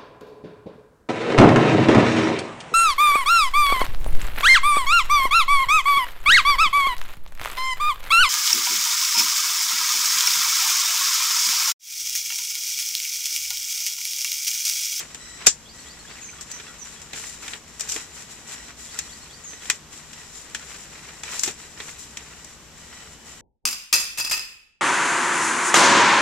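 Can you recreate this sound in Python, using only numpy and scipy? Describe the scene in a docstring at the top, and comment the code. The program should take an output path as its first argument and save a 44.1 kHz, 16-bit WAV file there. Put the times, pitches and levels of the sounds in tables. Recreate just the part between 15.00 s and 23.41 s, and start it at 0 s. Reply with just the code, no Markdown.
"""A knock fades; a flexible push rod rubs in strokes, pulled by hand from its reel into a plastic drain pipe.
Friction makes the reel's steel frame sing faintly; the rod clicks and knocks against frame and pipe.
Outdoors, over a low rumble and hum, a small bird whistles some way off. Brief squeaks come with the
strokes; a thin whine swells at the end. Each microphone port rings at its own treble pitch."""
import sys
import numpy as np
from scipy import signal
from scipy.fft import rfft, irfft, next_fast_len
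from scipy.io import wavfile
from scipy.ndimage import uniform_filter1d

SR = 44100
rng = np.random.default_rng(int(sys.argv[2]) if len(sys.argv) > 2 else 0)


def transcribe(signal):
    """Save signal, clipped to [-1, 1], as a 16-bit WAV file at the path in sys.argv[1]."""
    frames = np.atleast_2d(signal).T
    limited = np.clip(frames, -1, 1)
    pcm = np.round(limited * 32767).astype(np.int16)
    wavfile.write(sys.argv[1], SR, pcm)


N = 370881
TIME_S = np.arange(N) / SR

# Table levels are relative: layer gains follow.
# sound field: (frequency [Hz], left-right correlation [1])
CORRELATION = [(25, .05), (70, 0.72), (300, 0.92), (1200, 0.64), (2500, 0.51), (5000, 0.1), (13000, 0.076)]
# hand pushes; the first row is the fading tail of a knock:
# (start [s], length [s], guide rub [dB], pipe scrape [dB], frame ring [dB])
SWELLS = [(-0.04, 0.035, -29.5, -28.5, -47), (0.06, 0.073, -61, -54, -59), (0.18, 0.25, -72, -67, -51),
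          (0.381, 0.12, -57, -42.5, -54.5), (0.72, 0.16, -49, -62, -59), (1.053, 0.38, -52, -49, -65),
          (1.47, .24, -48, -49, -56), (1.82, .14, -46, -50.5, -61), (2.134, 0.21, -36.5, -43.5, -60),
          (2.396, 0.16, -40, -43, -61), (2.8, 0.098, -40.5, -45, -61), (2.87, 0.096, -31, -42, -60),
          (2.942, 0.096, -41.5, -42.5, -52), (3.126, .1, -43, -47.5, -63), (3.28, 0.045, -42.5, -50, -57),
          (3.461, 0.083, -38.5, -42, -54), (3.547, 0.16, -50, -46, -54.5), (3.757, 0.17, -43, -63, -71),
          (3.91, 0.16, -44, -46.5, -55.5), (4.074, 0.17, -47.5, -61, -61), (4.47, 0.15, -51, -63, -57.5),
          (4.603, .16, -42.5, -47, -58), (4.9, 0.09, -44.5, -52.5, -69), (5.15, 0.12, -50.5, -52, -59),
          (5.31, .12, -42.5, -54, -68.5), (5.55, 0.16, -47, -46.5, -66), (5.672, 0.17, -44, -46, -61),
          (5.87, 0.69, -52, -46.5, -64), (6.227, 0.14, -43.5, -39.5, -51), (6.29, 0.22, -33.5, -41, -59),
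          (6.564, 0.079, -48.5, -47, -62), (6.76, .09, -44.5, -44, -58), (6.845, .07, -38, -45, -66),
          (6.956, 0.084, -43.5, -56, -61), (7.164, .24, -57, -49.5, -69), (7.904, 0.13, -61, -49, -56.5),
          (8.24, .08, -47.5, -53, -62)]
# rod stands for a new grip: (start [s], end [s])
RESTS = [(0.52, 0.78), (2.59, 2.67), (3.72, 3.79), (4.78, 4.91), (7.56, 7.77), (8.16, 8.25)]
# guide rub, pipe scrape, sizzle of hard pushes: (frequency [Hz], density [dB])
RUB_SPECTRUM = [(1000, -23), (2500, 1.5), (4000, 1), (5500, -2), (7200, -3), (9500, -1.5), (14000, -5.5)]
SCRAPE_SPECTRUM = [(150, -14), (400, -4.5), (600, -7), (1000, -1.5), (1700, 0), (2700, -2), (4500, -12),
                   (9000, -39)]
SIZZLE_SPECTRUM = [(3000, -20), (6500, -14), (8500, 1), (14000, 0)]
# scraped pipe wall, reel frame: (frequency [Hz], width [Hz], gain [dB])
WALL_MODES = [(440, 22, 6.5), (1400, 62, -7.5), (1870, 170, -11), (2400, 95, -3.5)]
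FRAME_MODES = [(1444, 83, -9), (1930, 23, 6.5), (3060, 54, -7.5), (3945, 40, -2.5), (5190, 17, -5),
               (5750, 45, -12), (7880, 100, -12)]
# outdoor rumble: (frequency [Hz], density [dB])
RUMBLE_SPECTRUM = [(20, -6.5), (40, -6), (62, 5), (100, -4), (200, -3.5), (400, -8), (600, -11),
                   (1200, -10.5), (3000, -15), (7000, -27), (14000, -25)]
# distant hum: (frequency [Hz], level [dB])
HUM_TONES = [(60, -87), (155.5, -65.5), (229, -68)]
# rod strikes: (time [s], crack [dB], knock re crack [dB], thump re crack [dB], base t60 [s])
STRIKES = [(0.145, -37.5, -4, -9, 0.049), (0.462, -23.5, -5, -12, 0.049), (0.4668, -1, -13.5, -20, 0.032),
           (1.409, -37, -15, -22, 0.099), (1.425, -43, -21, -15, 0.05), (1.514, -33.5, -19, -32, 0.045),
           (1.598, -56, 17, 5, 0.042), (2.015, -43.5, -13, -17, 0.08), (2.131, -39, 2.5, -6, 0.088),
           (2.159, -41, -3, -11, 0.05), (2.293, -44, -17, -20, 0.05), (2.479, -38, 3, -15, 0.036),
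           (2.533, -46.5, 15, 1, 0.035), (2.795, -33, -11, -19, 0.054), (2.8063, -25.5, -13.5, -20, 0.05),
           (2.889, -30, -13.5, -37, 0.05), (2.896, -27.5, -29, -27, 0.04), (2.919, -29, -14, -26, 0.047),
           (2.942, -38, -13, -16, 0.046), (2.961, -34.5, 0.5, 2.5, 0.026), (3.9879, -24.5, -8, -35, 0.038),
           (4.531, -55, 10.5, 8.5, 0.038), (4.654, -48, 6, -2, 0.037), (4.6985, -19, -3.5, -20, 0.05),
           (5.13, -45, -1, -26, 0.08), (5.5466, -31.5, -0.5, -13.5, 0.062), (6.2331, -34, -2, -12, 0.029),
           (6.3932, -24, -21, -36, 0.035), (6.4335, -20, -13, -24, 0.068), (6.459, -34, -9, -14, 0.14),
           (6.475, -30.5, -2.5, -4.5, 0.099), (6.801, -51, 16.5, 5.5, 0.044), (7.17, -34.5, -4, -18, 0.046),
           (7.445, -39, -24, -11, 0.031)]
# struck rod and pipe, low pipe modes: (frequency [Hz], width [Hz], gain [dB])
HOLLOW_MODES = [(383, 280, -0.5), (828, 82, 9.5), (1400, 320, -9.5), (1830, 370, 3), (2464, 170, 5.5),
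                (3450, 1240, -1.5)]
BOOM_MODES = [(338, 89, 1), (430, 22, 10)]
# bird phrases: (start [s], level [dB], rising whistles [count], falling whistles [count])
PHRASES = [(.645, -50, 3, 3), (3.872, -50.5, 3, 1)]
# rising, flat and falling whistle: (position in note [0-1], pitch ratio [1], level [dB])
RISE_SHAPE = [(0, .69, -18), (.14, .745, 1), (.26, .78, 1), (.38, .88, -6), (.55, 1.03, 2), (.78, 1.09, -5),
              (1, 1.13, -12)]
PIP_SHAPE = [(0, .97, -15), (.3, 1, 0), (.65, 1, -1), (1, 1.01, -15)]
FALL_SHAPE = [(0, 1.19, -5), (.15, 1.08, 0), (.38, 1.01, 1), (.6, .995, 0), (.85, 1.015, -4),
              (1, 1.025, -14)]
# squeaks: (centre time [s], length [s], pitch [Hz], peak [dB])
SQUEAKS = [(1.053, 0.015, 1810, -45.5), (1.17, .022, 2660, -51), (1.193, 0.023, 2100, -45),
           (1.23, 0.018, 2560, -45.5), (1.293, .026, 2400, -43.5), (1.336, 0.016, 1490, -45),
           (1.393, 0.035, 1195, -50), (1.708, .08, 1400, -49.5), (3.962, 0.035, 1450, -46)]
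# thin whine: (time [s], level [dB])
WHINE_LEVELS = [(7.3, -89), (7.75, -69), (8.41, -64)]
# microphone ports, left then right: (resonance [Hz], Q [1], gain [dB])
PORTS = [(7310, 9.3, 3), (5970, 6.16, 1.83)]


def from_db(db):
    """Decibels to gain."""
    return 10 ** (np.asarray(db) / 20)


def unit_rms(x):
    """Scale to rms 1."""
    return x / np.sqrt(np.mean(x ** 2) + 1e-20)


def at_hz(table, hz):
    """Interpolate a table over log frequency."""
    knots_hz, values = np.transpose(table)
    return np.interp(np.log(hz + 1), np.log(knots_hz), values)


def band(x, low_hz, high_hz, order=2):
    """Causal band-pass."""
    sos = signal.butter(order, [low_hz, high_hz], "band", fs=SR, output="sos")
    return signal.sosfilt(sos, x + 1e-18)


def pole_pair(hz, width_hz):
    """Denominator of a damped resonator."""
    r = np.exp(-np.pi * width_hz / SR)
    return np.array([1, -2 * r * np.cos(2 * np.pi * hz / SR), r * r])


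def resonate(x, hz, width_hz):
    """One resonance, peak gain 1."""
    poles = pole_pair(hz, width_hz)
    return signal.lfilter(np.array([1, 0, -1]) * (1 - poles[2]) / 2, poles, x + 1e-18)


def ringing(x, modes):
    """A body's modes in parallel."""
    return sum(from_db(db) * resonate(x, hz, width_hz) for hz, width_hz, db in modes)


def drift(rate_hz):
    """Random wander, rms 1."""
    knots = rng.standard_normal(N // 20)
    return unit_rms(np.interp(TIME_S * rate_hz, np.arange(len(knots)), knots))


def stereo_noise(spectrum=None):
    """Noise alike on both sides in the low mids, diffuse in the treble; white by default."""
    size = next_fast_len(N)
    hz = np.arange(size // 2 + 1) * SR / size
    mid, side = rfft(rng.standard_normal((2, size)))
    alike = at_hz(CORRELATION, hz)
    pair = np.sqrt(1 + alike) * mid + np.sqrt(1 - alike) * side * [[1], [-1]]
    colour = from_db(at_hz(spectrum, hz)) if spectrum else 1
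    return unit_rms(irfft(pair * colour, size)[:, :N])


def rod_motion(attack_s=0.036, sag_db_per_s=22, release_s=0.023, rest_db=-17, brake_s=0.02):
    """Rub, scrape and frame levels [dB]: a knock's tail, then pushes, over coasting that drops at rests."""
    standing = sum((TIME_S > start_s) & (TIME_S < end_s) for start_s, end_s in RESTS).astype(float)
    braking_db = rest_db * uniform_filter1d(standing, round(brake_s * SR))
    coast_db = np.array([[-52.5], [-54.5], [-64]])
    power = from_db(coast_db + braking_db) ** 2
    for start_s, length_s, *levels_db in SWELLS:
        span = slice(max(0, round(start_s * SR)), round((start_s + 1) * SR))
        t = TIME_S[span] - start_s
        attack = np.clip(t / attack_s, 0, 1)
        release = np.exp(-np.maximum(t - length_s, 0) / release_s)
        swell = attack * from_db(-sag_db_per_s * t) * release
        power[:, span] += np.outer(from_db(levels_db), swell) ** 2
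    return 10 * np.log10(power)


def friction(spectrum, slips_per_s, slip_db, judder_db, judder_hz=45):
    """Sliding contact: tiny uneven slips under a juddering grip."""
    noise = stereo_noise(spectrum)
    return unit_rms(noise * from_db(slip_db * drift(slips_per_s) + judder_db * drift(judder_hz)))


def follow_rub(rub_db, typical_gain_db, db_per_db, typical_rub_db=-49.5):
    """Gain that tracks the rub level."""
    return from_db(typical_gain_db + db_per_db * (rub_db - typical_rub_db))


def guide_rub(rub_db, gain_db=-8.5):
    """The rod slides brightly through its guide; hard pushes sizzle."""
    rub = friction(RUB_SPECTRUM, slips_per_s=810, slip_db=2, judder_db=1)
    sizzle = follow_rub(rub_db, typical_gain_db=-70.5, db_per_db=1.12) * stereo_noise(SIZZLE_SPECTRUM)
    return from_db(rub_db + gain_db) * rub + sizzle


def pipe_scrape(scrape_db, gain_db=-2.5, modes_db=-2):
    """The rod scrapes dully along the pipe, coloured by the wall's modes."""
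    scrape = friction(SCRAPE_SPECTRUM, slips_per_s=300, slip_db=2.5, judder_db=2.43)
    wall = from_db(modes_db) * ringing(scrape, WALL_MODES)
    return from_db(scrape_db + gain_db) * unit_rms(scrape + wall)


def grit_ticks(scrape_db, gain_db=12, ticks_per_s=12, spread_db=3, decay_s=0.0019):
    """Grit catches under the rod: sparse ticks at random pitches."""
    pitches_hz = np.geomspace(1200, 7500, num=12)
    catches = rng.random(N) < ticks_per_s / SR
    kicks = catches * from_db(spread_db * np.minimum(rng.exponential(1, N), 2))
    pitch_index = rng.integers(0, len(pitches_hz), N)
    fade = np.exp(-1 / (decay_s * SR))
    grit, ticks = rng.standard_normal(N), 0
    for k, hz in enumerate(pitches_hz):
        envelope = signal.lfilter([1], [1, -fade], kicks * (pitch_index == k) + 1e-18)
        ticks += resonate(grit * envelope, hz, width_hz=500) * pitches_hz[0] / hz
    return from_db(scrape_db + gain_db) * ticks


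def frame_singing(rub_db, frame_db, frame_gain_db=2, tone_hz=7186):
    """Friction keeps one high tone and the turning frame ringing, swelling with each push."""
    tone = unit_rms(resonate(stereo_noise(), tone_hz, width_hz=22))
    tone_gain = follow_rub(rub_db, typical_gain_db=-72, db_per_db=0.81)
    frame = unit_rms(ringing(stereo_noise(), FRAME_MODES))
    return tone_gain * tone + from_db(frame_db + frame_gain_db) * frame


def outdoors(rumble_db=-51, waver_rad=0.41):
    """Low rumble and a faint, wavering distant hum."""
    hum = sum(np.sqrt(2) * from_db(db) * np.sin(2 * np.pi * hz * TIME_S + waver_rad * drift(4))
              for hz, db in HUM_TONES)
    return from_db(rumble_db) * stereo_noise(RUMBLE_SPECTRUM) + hum


def clatter(levels_db, rise_s, rebound_db, tail_db, tail_t60_s, t60_scale=1):
    """Per strike: a burst of chatter, a sharp rebound, a tail of scatter from nearby walls."""
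    rebound_at_s, rebound_width_s = 0.00269, 0.00033
    power, t = np.zeros(N), np.arange(SR // 2) / SR
    rebound = from_db(rebound_db) * np.exp(-np.abs(t - rebound_at_s) / rebound_width_s)
    tail = from_db(tail_db - 60 * t / tail_t60_s)
    for (time_s, *_, t60_s), db in zip(STRIKES, levels_db):
        chatter = from_db(-60 * t / (t60_s * t60_scale))
        envelope = (chatter + rebound + tail) * (1 - np.exp(-t / rise_s))
        start = round(time_s * SR)
        power[start:start + len(t)] += (from_db(db) * envelope[:N - start]) ** 2
    return np.sqrt(power) * stereo_noise()


def rod_strikes(crack_gain_db=-4, edge_gain_db=-6, knock_gain_db=4, thump_gain_db=13, left_db=0.7):
    """A bright crack whose top edge dies first; a softer knock and thump ring in the hollow pipe."""
    _, level_db, knock_db, thump_db, _ = np.transpose(STRIKES)
    crack = clatter(level_db + crack_gain_db,
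                    rise_s=0.00054, rebound_db=-1.7, tail_db=-9.5, tail_t60_s=0.13)
    edge = clatter(level_db + edge_gain_db,
                   rise_s=0.0002, rebound_db=-2, tail_db=-24, tail_t60_s=0.1, t60_scale=0.75)
    knock = clatter(level_db + knock_db + knock_gain_db,
                    rise_s=0.001, rebound_db=1.5, tail_db=-9.5, tail_t60_s=0.11)
    thump = clatter(level_db + thump_db + thump_gain_db,
                    rise_s=0.0026, rebound_db=0, tail_db=-8.5, tail_t60_s=0.052, t60_scale=1.1)
    crack = band(crack, 3300, 8700, order=1)
    bright = band(crack, 200, 9400, order=4) + band(edge, 9500, 15500)
    hollow = band(knock, 1100, 3610, order=3) + band(thump, 45, 575)
    return bright * from_db([[left_db], [-left_db]]) + hollow + ringing(hollow, HOLLOW_MODES)


def pipe_boom(gain_db=30, thump_weight=1.9):
    """Soft, heavy thumps kick the pipe's low modes; hard cracks barely do."""
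    kicks = np.zeros(N)
    for time_s, level_db, _, thump_db, _ in STRIKES:
        kicks[round(time_s * SR)] += from_db(level_db + thump_weight * thump_db + gain_db)
    return ringing(kicks, BOOM_MODES)


def bird_notes():
    """Rises, then ever shorter, lower falls, with pips: (start [s], length [s], pitch [Hz], dB, shape)."""
    rise_s, rise_hz, rise_every_s = 0.09, 4400, 0.208
    fall_s, fall_hz, fall_every_s, fall_wait_s = 0.125, 6170, 0.292, 0.145
    fall_shrink, fall_step_hz, fall_db = 0.75, 170, 0.5
    pip_s, pip_db = 0.033, 1
    rise_pip_hz, rise_pip_lag_s, fall_pip_hz, fall_pip_lag_s = 4325, 0.135, 3350, 0.17
    for start_s, db, rises, falls in PHRASES:
        rise_times_s = start_s + rise_every_s * np.arange(rises)
        for at_s in rise_times_s:
            yield at_s, rise_s, rise_hz, db, RISE_SHAPE
        for at_s in rise_times_s[:-1]:
            yield at_s + rise_pip_lag_s, pip_s, rise_pip_hz, db + pip_db, PIP_SHAPE
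        for k in range(falls):
            at_s = rise_times_s[-1] + fall_wait_s + k * fall_every_s
            yield at_s, fall_s * fall_shrink ** k, fall_hz - k * fall_step_hz, db + fall_db, FALL_SHAPE
            yield at_s + fall_pip_lag_s, pip_s, fall_pip_hz, db + pip_db, PIP_SHAPE


def bird(gain_db=-6, echo_db=0.5, echo_t60_s=0.2, quaver=0.018):
    """Quavering whistles, smeared by scatter from trees and walls."""
    song, wobble = np.zeros(N), 1 + quaver * drift(350)
    for start_s, length_s, hz, db, shape in bird_notes():
        position, ratio, shape_db = np.transpose(shape)
        along = np.linspace(0, 1, round(length_s * SR))
        start = round(start_s * SR)
        span = slice(start, start + len(along))
        pitch_hz = hz * np.interp(along, position, ratio) * wobble[span]
        envelope = from_db(db + np.interp(along, position, shape_db))
        envelope *= signal.windows.tukey(len(along), 0.1)
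        song[span] += envelope * np.sin(2 * np.pi * np.cumsum(pitch_hz) / SR)
    t = np.arange(SR // 2) / SR
    scatter = unit_rms(rng.standard_normal((2, len(t))) * from_db(-60 * t / echo_t60_s))
    echo = signal.fftconvolve(song[None], scatter / np.sqrt(len(t)), axes=1)[:, :N]
    return from_db(gain_db) * (song + from_db(echo_db) * echo)


def squeaks(sag=0.038, rasp=0.065):
    """Brief raspy chirps that sag in pitch."""
    chirps, jitter = np.zeros(N), rasp * drift(500)
    for centre_s, length_s, hz, db in SQUEAKS:
        along = np.linspace(-0.5, 0.5, round(length_s * SR))
        start = round((centre_s - length_s / 2) * SR)
        span = slice(start, start + len(along))
        phase = 2 * np.pi * np.cumsum(hz * (1 - sag * along + jitter[span])) / SR
        chirps[span] += from_db(db) * np.cos(np.pi * along) * np.sin(phase)
    return chirps


def whine(pitch_hz=2990, width_hz=6.5):
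    """A thin, narrow-band whine swells at the end."""
    level_db = np.interp(TIME_S, *np.transpose(WHINE_LEVELS))
    return from_db(level_db) * unit_rms(resonate(stereo_noise(), pitch_hz, width_hz))


def scene():
    """Rod and reel close by, slightly left; bird and rumble beyond."""
    rub_db, scrape_db, frame_db = rod_motion()
    sliding = guide_rub(rub_db) + pipe_scrape(scrape_db) + grit_ticks(scrape_db)
    singing = frame_singing(rub_db, frame_db)
    left, right = sliding + singing + rod_strikes() + pipe_boom() + squeaks() + whine()
    near = np.array([left, np.roll(right, 1)])  # right lags one sample
    return near + outdoors() + bird()


def record(dry, peak_hz=12800, peak_width_hz=950, peak_db=1, cutoff_hz=14400):
    """Each port is a resonant low-pass plus a higher peak; the hardest strike overloads; top is cut."""
    peaked = dry + from_db(peak_db) * resonate(dry, peak_hz, peak_width_hz)
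    channels = []
    for x, (hz, q, db) in zip(peaked, PORTS):
        poles = pole_pair(hz, hz / q)
        channels.append(from_db(db) * signal.lfilter([poles.sum()], poles, x))
    low_pass = signal.ellip(10, 0.1, 80, cutoff_hz, fs=SR, output="sos")
    return signal.sosfilt(low_pass, np.tanh(channels))


dry = scene()
out = record(dry)
transcribe(out)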